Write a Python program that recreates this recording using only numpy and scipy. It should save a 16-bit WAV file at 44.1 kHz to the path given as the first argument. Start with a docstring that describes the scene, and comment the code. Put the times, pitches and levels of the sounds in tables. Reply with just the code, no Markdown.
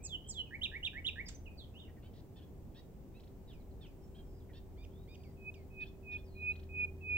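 """At the edge of a marsh, a nightingale sings in a bush: two falling slurs, four low rising notes with sharp peaked
notes between them, a snap, a few soft notes and, after a pause, a crescendo of whistles. Birds' notes are sines
that follow pitch curves; harsh ones gain unsteady side tones. Fainter birds chatter in the reeds, and foliage
scatters the song as fading noise. Shaped noise and low tones make distant engines under the microphone's hiss."""
import sys
import numpy as np
from scipy import signal
from scipy.fft import rfft, irfft, next_fast_len
from scipy.io import wavfile
from scipy.ndimage import map_coordinates

SR = 44100
rng = np.random.default_rng(int(sys.argv[2]) if len(sys.argv) > 2 else 0)


def to_wav(s):
    """Save 16-bit WAV."""
    ch = np.atleast_2d(s).T  # columns
    pcm = np.round(np.clip(ch, -1, 1) * 32767)  # PCM
    wavfile.write(sys.argv[1], SR, pcm.astype(np.int16))


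N = 316197  # length in samples

# Colours of the background noises. Each row: frequency in Hz, relative level in dB per Hz.
RUMBLE = [(10, -14.5), (22, -5), (35, -1), (60, -0.5), (80, -6.5), (130, -32.5), (300, -74.5)]
TRAFFIC = [(40, -31.5), (90, -0.5), (120, 0.5), (170, -1.5), (250, -5.5), (400, -9), (600, -16),
           (800, -19.5), (1100, -28), (1500, -37), (3000, -48), (8000, -96.5)]
HISS = [(100, -8.5), (1500, -2), (2500, -3), (4000, -7.5), (8000, -6.5), (10500, -11.5), (12500, -10.5),
        (14500, -1), (15800, -0.5)]
# How alike those noises are left and right. Each row: frequency in Hz, likeness (1 is identical).
ALIKE = [(30, .8), (80, 0.84), (150, 0.7), (350, 0.68), (700, 0.65), (1500, 0.23), (4000, 0),
         (12000, 0.023)]
# The engine drone rising and falling. Each row: time in seconds, relative level in dB.
DRONE_LEVEL = [(0.1, -56), (1.64, -56), (2.85, -64), (5.67, -53), (5.91, -65), (6.16, -52), (7.1, -45)]
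# How long the foliage scatter lasts. Each row: frequency in Hz, seconds to fade by 60 dB.
FOLIAGE = [(1500, 0.42), (3000, 0.29), (8000, 0.23)]

# Thin notes of distant birds.
# Each row: start in seconds, length in seconds, first Hz, last Hz, level in dB at the top of the throb.
TRILLS = [(0, .09, 2330, 2580, -64), (.226, .083, 3000, 3190, -59), (.373, .052, 4100, 4070, -64),
          (.45, .052, 2900, 2480, -64), (3.599, .03, 4500, 3850, -77), (3.708, .022, 4600, 3950, -77),
          (3.968, .38, 7350, 7500, -80), (4.019, .05, 5000, 5620, -76), (4.25, .19, 5400, 4950, -80),
          (4.4, .028, 4200, 3200, -77), (4.898, .17, 2980, 3850, -75), (5.098, .23, 4600, 4750, -76),
          (5.2, .025, 2560, 2400, -70), (6.24, .075, 5900, 4300, -75), (6.285, .16, 4350, 3950, -73)]
# Side tones of a rasping note. Each row: ratio to the note's pitch, level in dB against a fully rasping note.
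RASP = [(.5, -6.5), (.75, -6), (.875, -5), (1.127, -8), (1.25, -5), (1.5, -9.5)]
# The warbler's calls, at their basic pitch. Each row is a note: seconds from the call's start,
# length in seconds, first Hz, middle Hz, last Hz, level in dB within the call, rasp from 0 to 1.
BUZZ = [(0, .066, 3200, 3720, 3700, 0, .62)]
SCOLD = [(0, .066, 3850, 3400, 2400, 0, .28)]
DOUBLE = [(0, .049, 3480, 3650, 2850, 0, .5), (.052, .044, 2800, 3500, 3380, -4, .4)]
STUTTER = [(0, .031, 3080, 3240, 3500, 0, .43), (.033, .036, 3270, 3220, 3160, 1, .38)]
CHURR = [(0, .022, 3300, 3500, 3900, 0, 1), (.018, .022, 3300, 3600, 4000, 1, 1),
         (.037, .022, 3300, 3600, 4000, 1, 1), (.055, .022, 3300, 3600, 3900, 0, 1)]
GRUNT = [(0, .035, 2320, 1900, 2000, 0, .5)]
# The warbler's song. Each row: call, start in seconds, pitch factor, level in dB.
WARBLER = [(GRUNT, 1.875, 1, -72), (GRUNT, 1.962, .97, -74), (BUZZ, 2.022, .82, -72),
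           (CHURR, 2.133, 1.06, -77.5), (DOUBLE, 2.357, .96, -68), (BUZZ, 2.745, 1.01, -67),
           (SCOLD, 3.475, 1.02, -66.5), (SCOLD, 3.808, .96, -64), (STUTTER, 4.145, 1, -68.5),
           (GRUNT, 4.488, 1, -72.5), (BUZZ, 4.53, .97, -68), (DOUBLE, 5.801, 1, -63.5),
           (DOUBLE, 6.112, 1, -65)]
# The warbler's rattles. Each row: start in seconds, level of the first upsweep in dB.
RATTLES = [(3.141, -70), (6.499, -66)]

# Note shapes at their basic length and pitch.
# Each row: seconds from the note's start, pitch in Hz, level in dB within the note.
SLUR = [(0, 6620, -15), (.004, 6400, -17), (.03, 4940, -19), (.047, 4100, -24), (.062, 3600, -18.5),
        (.083, 3440, -10.5), (.096, 3230, -3), (.122, 3016, -2), (.13, 2870, -21)]
LISP = [(0, 7600, -20), (.016, 8030, -10), (.025, 7670, 1), (.033, 7200, -1.5), (.041, 6670, -3.5),
        (.046, 6200, -25)]
RISE = [(0, 1680, -15.5), (.015, 1732, -13), (.032, 1828, -3.5), (.045, 2075, 1.5), (.056, 2260, 1.5),
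        (.066, 2311, -5), (.074, 2300, -26)]
PEAK = [(0, 2810, -17), (.008, 3050, -2), (.018, 3343, -8), (.026, 3760, 6.5), (.029, 3973, -7.5),
        (.034, 3575, 1.5), (.042, 2950, 0), (.051, 2530, -1), (.057, 2310, -21)]
DROP = [(0, 4770, -19), (.012, 4580, -3), (.028, 3820, 2), (.048, 3400, -2), (.068, 3180, -5.5),
        (.08, 3150, -13)]
ARCH = [(0, 2550, -12), (.024, 2860, -1), (.044, 3300, -11), (.062, 3700, -2.5), (.084, 3080, -9),
        (.106, 2800, -9.5), (.135, 2700, -15)]
HOOK = [(0, 1980, -15), (.018, 2417, -4), (.07, 2517, -1.5), (.078, 3750, -2.5), (.086, 2120, 7.5)]
SIGH = [(0, 4310, 0), (.005, 2990, 0), (.014, 2500, -1), (.05, 2220, -13), (.095, 2120, -17)]
# Soft notes of a bird farther off on the same side.
# Each row: shape, start in seconds, length factor, pitch factor, level in dB.
SOFT = [(SIGH, 3.53, 1, 1.02, -70), (SIGH, 3.862, 1, 1.05, -71), (HOOK, 4.768, 1, 0.97, -66.5),
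        (HOOK, 5.073, 1, 0.99, -64.5), (SIGH, 5.234, 1, 0.93, -68.5), (SIGH, 5.539, 1.05, 0.98, -63.5)]
# The quiet notes that close the nightingale's phrase.
# Each row: shape, start in seconds, length factor, pitch factor, relative level in dB.
CLOSE = [(DROP, 1.571, 1, 1, -56), (ARCH, 1.739, 1, 1.015, -54)]
# A snap and the chips around it, before colouring.
# Each row: start in seconds, length in seconds, first Hz, middle Hz, last Hz, level in dB, rasp from 0 to 1.
SNAP = [(1.258, 0.032, 5140, 4860, 4440, -54, 0.1), (1.283, 0.013, 8870, 7120, 5800, -46.5, 0.64),
        (1.284, .014, 4480, 2285, 1300, -62, 0.57), (1.345, 0.022, 6240, 6170, 6040, -56, 0.06),
        (1.457, 0.0346, 3050, 2564, 2490, -55.5, 0)]
# The snap's colour. Each row: frequency in Hz, gain in dB.
SNAP_COLOUR = [(2000, 0), (4000, -2), (5800, -1.5), (8000, -5), (9500, -23), (11000, -18), (14000, -28)]
# Short ticks, the first on the snap. 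Each row: start in seconds, starting level in dB before colouring.
TICKS = [(1.284, -46), (6.425, -63), (6.49, -60), (6.521, -58), (6.777, -54), (6.842, -54)]
# The ticks' colour. Each row: frequency in Hz, gain in dB.
TICK_COLOUR = [(1000, -10), (2500, 0), (5500, 0), (8500, -11), (15000, -14)]
# The crescendo. Each row: start in seconds, length in seconds, first Hz, middle Hz, last Hz,
# rise of the closing flick in Hz, relative peak level in dB, eagerness (above 1 it swells early).
WHISTLES = [(5.370, .138, 2580, 2520, 2525, 0, -44.5, .75), (5.702, .146, 2535, 2520, 2480, 130, -42, .85),
            (6.028, .150, 2595, 2485, 2430, 70, -40.5, 1.5),
            (6.350, .180, 2455, 2492, 2505, 0, -34.8, 1.35),
            (6.690, .170, 2520, 2492, 2390, 50, -34.3, 1.55),
            (7.008, .175, 2590, 2492, 2440, 0, -34.2, 1.8)]
# The nightingale's main notes.
# Each row: shape, start in seconds, length factor, pitch factor, relative level in dB.
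SONG = [(LISP, .028, 0.99, 0.99, -42), (SLUR, 0.038, 1, 0.98, -37), (LISP, 0.275, 0.97, 1, -41),
        (SLUR, 0.288, 1.047, .97, -35.5), (RISE, 0.5073, .85, 1, -44.5), (PEAK, 0.6128, 1, 0.99, -35.5),
        (RISE, 0.7143, 0.95, 1, -43), (PEAK, .827, 1.04, 0.97, -36), (RISE, .931, 0.97, .99, -44.5),
        (PEAK, 1.044, 1, 0.99, -35), (RISE, 1.157, 0.93, 0.99, -42)]

TOP_HZ = 15800  # nothing is kept from here up
RUMBLE_DB, RUMBLE_SWAY_DB, RUMBLE_SWAYS_PER_S = -54.8, 1.2, 5
EARLY_GLIDE = .75  # share of a thin note's glide that is done by its middle
# A rattle's chirp: length, (first, middle, last) pitch, level against the first upsweep.
CHIRP_S, CHIRP_HZ, CHIRP_DB = .05, (2380, 2620, 2690), -1
# Its upsweeps: length, (first, middle, last) pitch, rasp; then their timing and the fade per sweep.
SWEEP_S, SWEEP_HZ, SWEEP_RASP = .017, (2050, 3550, 4500), .5
SWEEP_AFTER_S, SWEEP_EVERY_S, SWEEP_FADE_DB = .053, .037, 2.3
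UPPER_RATIO, UPPER_DB = 1.5, -5  # the upper voice of chirps and hooked notes
SWELL_DB, SWELL_SHARE = 30, .8  # a whistle grows by this much over this share of its length
FLICK_S = .03  # some whistles turn up in pitch over this last stretch


def amp(db):
    """Turn decibels into a gain."""
    return 10 ** (np.asarray(db) / 20)


def unit(x):
    """Scale a sound to an average strength (rms) of 1."""
    return x / np.sqrt(np.mean(x ** 2) + 1e-20)


def along(points, hz):
    """Read a curve of (Hz, value) points, with frequency on a log axis."""
    f, v = np.transpose(points)
    return np.interp(np.log(hz + 1), np.log(f + 1), v)


def wobble(rate, size):
    """A smooth random curve through a set number of random points per second."""
    points = rng.standard_normal(int(size * rate / SR) + 4)
    return map_coordinates(points, [np.arange(size) * rate / SR])


def filtered(x, response):
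    """Change each frequency of a sound by a response, which may also shift its timing."""
    m = next_fast_len(N + SR // 2)
    return irfft(rfft(x, m) * response(np.fft.rfftfreq(m, 1 / SR)), m)[..., :N]


def add(track, s, sound):
    """Mix a sound into a track from time s in seconds."""
    part = track[max(round(s * SR), 0):][:len(sound)]
    part += sound[:len(part)]


def tone(hz):
    """A sine of rms 1 that follows a pitch curve, by adding up its phase."""
    return np.sqrt(2) * np.sin(2 * np.pi * np.cumsum(hz) / SR)


def rush(spectrum):
    """Stereo noise of rms 1: a shared middle and an opposed side, so the bass is more alike in both ears."""
    def middle_and_side(hz):
        turn = np.arccos(np.clip(along(ALIKE, hz), -1, 1)) / 2
        return amp(along(spectrum, hz)) * [np.cos(turn), np.sin(turn)]

    mid, side = filtered(rng.standard_normal((2, N)), middle_and_side)
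    return unit(np.array([mid + side, mid - side]))


def distance():
    """Far traffic and a swaying wind rumble, with an engine's low drone and a whine that slowly grows."""
    t = np.arange(N) / SR
    rumble_db = RUMBLE_DB + RUMBLE_SWAY_DB * wobble(RUMBLE_SWAYS_PER_S, N)
    rumble = amp(rumble_db) * rush(RUMBLE)
    traffic = amp(-55.5) * rush(TRAFFIC)
    unsteady_drone = tone(82.5 * (1 + 0.018 * wobble(12, N))) * amp(2.0 * wobble(9, N))
    drone_db = np.interp(t, *np.transpose(DRONE_LEVEL)) - 1.0
    drone = amp(drone_db) * unit(unsteady_drone)
    whine_db = np.interp(t, [1, 4, 7], [-76, -66, -60])
    whine = tone(385 * (1 + 0.0041 * wobble(10, N))) * amp(whine_db)
    return rumble + traffic + drone + whine


def placed(x, right_db, right_lead_ms, wet_db):
    """Sounds set between left and right by level and by timing, followed by scatter from leaves and reeds."""
    side = np.array([[-.5], [.5]])  # left and right each take half the difference
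    direct = filtered(x, lambda hz: amp(side * right_db) * np.exp(2j * np.pi * hz * side * right_lead_ms / 10 ** 3))
    # the scatter is noise whose frequencies fade at different speeds
    hz, t, z = signal.stft(rng.standard_normal((2, SR // 2)), SR, nperseg=256)
    fade_db = -60 * t / along(FOLIAGE, hz)[:, None]
    tail = signal.istft(z * amp(fade_db), SR, nperseg=256)[1]
    scatter = signal.fftconvolve(x[None], tail / np.linalg.norm(tail[0]), axes=1)[:, :N]
    return direct + amp(wet_db + side * right_db / 2) * scatter


def bend(length, first, middle, last):
    """A pitch curve through three points, and a rounded swell of the same length."""
    u = np.linspace(0, 1, int(length * SR))
    hz = np.polyval(np.polyfit([0, .5, 1], [first, middle, last], 2), u)
    swell = np.abs(np.sin(np.pi * u)) ** 0.46
    return hz, swell


def trills(rate_hz=52, depth=.015, throb_db=4.0, jitter=0.016):
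    """Thin distant notes whose pitch and level shake together."""
    track = np.zeros(N)
    for s, length, first, last, db in TRILLS:
        middle = first + EARLY_GLIDE * (last - first)
        hz, swell = bend(length, first, middle, last)
        turn = 2 * np.pi * rate_hz * np.arange(len(hz)) / SR
        shake = 1 + depth * np.cos(turn) + jitter * wobble(700, len(hz))
        throb = amp(db - throb_db + throb_db * np.sin(turn))
        add(track, s, throb * swell * tone(hz * shake))
    return track


def rasps(notes, jitter, flutter):
    """Harsh notes: the vibration turns irregular and throws side tones around its pitch."""
    track = np.zeros(N)
    for s, length, first, middle, last, db, rasp in notes:
        hz, swell = bend(length, first, middle, last)
        hz = hz * (1 + jitter * rasp * wobble(1200, len(hz)))
        sides = np.zeros(len(hz))
        for ratio, level in RASP:
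            sides += amp(level) * tone(ratio * hz) * (1 + flutter * wobble(400, len(hz)))
        add(track, s, amp(db) * swell * (tone(hz) + rasp * sides))
    return track


def chatter():
    """The warbler's notes: a few stock calls, each repeated at its own pitch and strength."""
    notes = []
    for call, s, pitch, db in WARBLER:
        for after, length, first, middle, last, note_db, rasp in call:
            notes.append((s + after, length, pitch * first, pitch * middle, pitch * last, db + note_db, rasp))
    return notes


def rattles(chirp_rasp=.15, count=3):
    """The notes of each rattle: a chirp in two voices, then evenly spaced upsweeps that fade."""
    notes = []
    upper_hz = UPPER_RATIO * np.array(CHIRP_HZ)
    for s, db in RATTLES:
        chirp_db = db + CHIRP_DB
        notes.append((s, CHIRP_S, *CHIRP_HZ, chirp_db, chirp_rasp))
        notes.append((s, CHIRP_S, *upper_hz, chirp_db + UPPER_DB, chirp_rasp))
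        for k in range(count):
            start = s + SWEEP_AFTER_S + k * SWEEP_EVERY_S
            notes.append((start, SWEEP_S, *SWEEP_HZ, db - k * SWEEP_FADE_DB, SWEEP_RASP))
    return notes


def syrinx(rows, second_db, third_db, jitter, edge=0.0022, fuzz=0):
    """A bird's voice: a nearly pure note along (s, Hz, dB) rows, with two overtones that fuzz can roughen."""
    s, hz, db = np.transpose(rows)
    t = np.arange(s[0], s[-1], 1 / SR)
    pitch = np.interp(t, s, hz) * (1 + jitter * wobble(120, len(t)))
    # a soft start and end, each lasting edge seconds
    gate = np.sin(np.pi / 2 * np.clip(np.minimum(t - s[0], s[-1] - t) / edge, 0, 1)) ** 2
    rough = pitch * (1 + fuzz * wobble(2200, len(t)))
    overtones = amp(second_db) * tone(2 * rough) + amp(third_db) * tone(3 * rough)
    return gate * amp(np.interp(t, s, db)) * (tone(pitch) + overtones)


def phrase(notes, second_db, third_db, jitter, fuzz, pulse_hz=135, pulsed_for=0.043, forced_db=9):
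    """Notes from shapes; peaked ones are forced and brighter, rising ones start as pulses that merge."""
    track = np.zeros(N)
    for shape, s, stretch, pitch, db in notes:
        bright_db = forced_db * (shape == PEAK)
        rows = np.array(shape) * [stretch, pitch, 1]
        note = syrinx(rows, second_db + bright_db, third_db + bright_db, jitter, fuzz=fuzz)
        if shape == RISE:
            t = np.arange(len(note)) / SR
            merging = np.exp(-(t / pulsed_for) ** 2)
            note = note * (1 - merging * np.cos(2 * np.pi * pulse_hz * t))
        add(track, s, amp(db) * note)
    return track


def soft_notes():
    """The farther bird's hooks and sighs; the held part of a hook carries an upper voice."""
    track = phrase(SOFT, second_db=-8, third_db=-25, jitter=0.0043, fuzz=.003)
    for shape, s, stretch, pitch, db in SOFT:
        if shape == HOOK:
            held = np.array(HOOK[:3]) * [stretch, pitch * UPPER_RATIO, 1]
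            upper = syrinx(held, second_db=-30, third_db=-40, jitter=.005)
            add(track, s, amp(db + UPPER_DB) * upper)
    return track


def ticks(t60=.008):
    """Short bursts of noise that fade by 60 dB in t60 seconds."""
    track = np.zeros(N)
    t = np.arange(SR // 20) / SR
    for s, db in TICKS:
        add(track, s, amp(db - 60 * t / t60) * rng.standard_normal(len(t)))
    return filtered(track, lambda hz: amp(along(TICK_COLOUR, hz)))


def twigs(x, spread=.012, echo_db=-19, count=6):
    """Near branches return weak copies within milliseconds, so gliding notes ripple in level."""
    out = x.copy()
    for delay in rng.uniform(.1, 1, count) * spread:
        add(out, delay, amp(echo_db) * x)
    return out


def whistles(release=0.014, waver_db=1.1, jitter=.006):
    """Long whistles, each bending a little as it swells, and louder than the last."""
    track = np.zeros(N)
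    for s, length, first, middle, last, flick, db, eagerness in WHISTLES:
        hz, _ = bend(length, first, middle, last)
        t = np.arange(len(hz)) / SR
        closing = np.clip(1 - (length - t) / FLICK_S, 0, 1)
        hz = hz * (1 + jitter * wobble(60, len(t))) + flick * closing
        still_to_grow = np.clip(1 - t / (SWELL_SHARE * length), 0, 1) ** eagerness
        level = db - SWELL_DB * still_to_grow
        note = syrinx(np.transpose([t, hz, level]), second_db=-41, third_db=-55.5, jitter=.0035)
        fade = np.sin(np.pi / 2 * np.clip((length - t[:len(note)]) / release, 0, 1)) ** 2
        add(track, s, note * fade * amp(waver_db * wobble(70, len(note))))
    return track


def scene():
    """The nightingale on the right, the reed birds near the middle, the far rumble and hiss all round."""
    background = distance() + amp(-71.5) * rush(HISS)
    reed_notes = rasps(chatter() + rattles(), jitter=0.031, flutter=0.72) + trills()
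    reeds = placed(reed_notes, right_db=1.5, right_lead_ms=-0.048, wet_db=-6.5)
    neighbour = placed(soft_notes(), right_db=4, right_lead_ms=0.071, wet_db=-7.5)
    # the snap, ticks and quiet closing notes carry more scatter than the song
    snap = filtered(rasps(SNAP, jitter=0.16, flutter=1.0), lambda hz: amp(along(SNAP_COLOUR, hz)))
    last_notes = twigs(phrase(CLOSE, second_db=-29, third_db=-45, jitter=.015, fuzz=.04))
    close = placed(snap + ticks() + amp(-2) * last_notes, right_db=4.5, right_lead_ms=0.11, wet_db=-4)
    crescendo = placed(amp(-.5) * whistles(), right_db=4.1, right_lead_ms=.085, wet_db=-17.5)
    song = twigs(phrase(SONG, second_db=-40, third_db=-47, jitter=0.0058, fuzz=.06))
    nightingale = placed(amp(-2.0) * song, right_db=6, right_lead_ms=0.088, wet_db=-9)
    return background + reeds + neighbour + close + crescendo + nightingale


def record(dry):
    """The microphone's sound keeps nothing at or above its band limit."""
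    return filtered(dry, lambda hz: hz < TOP_HZ)


dry = scene()
out = record(dry)
to_wav(out)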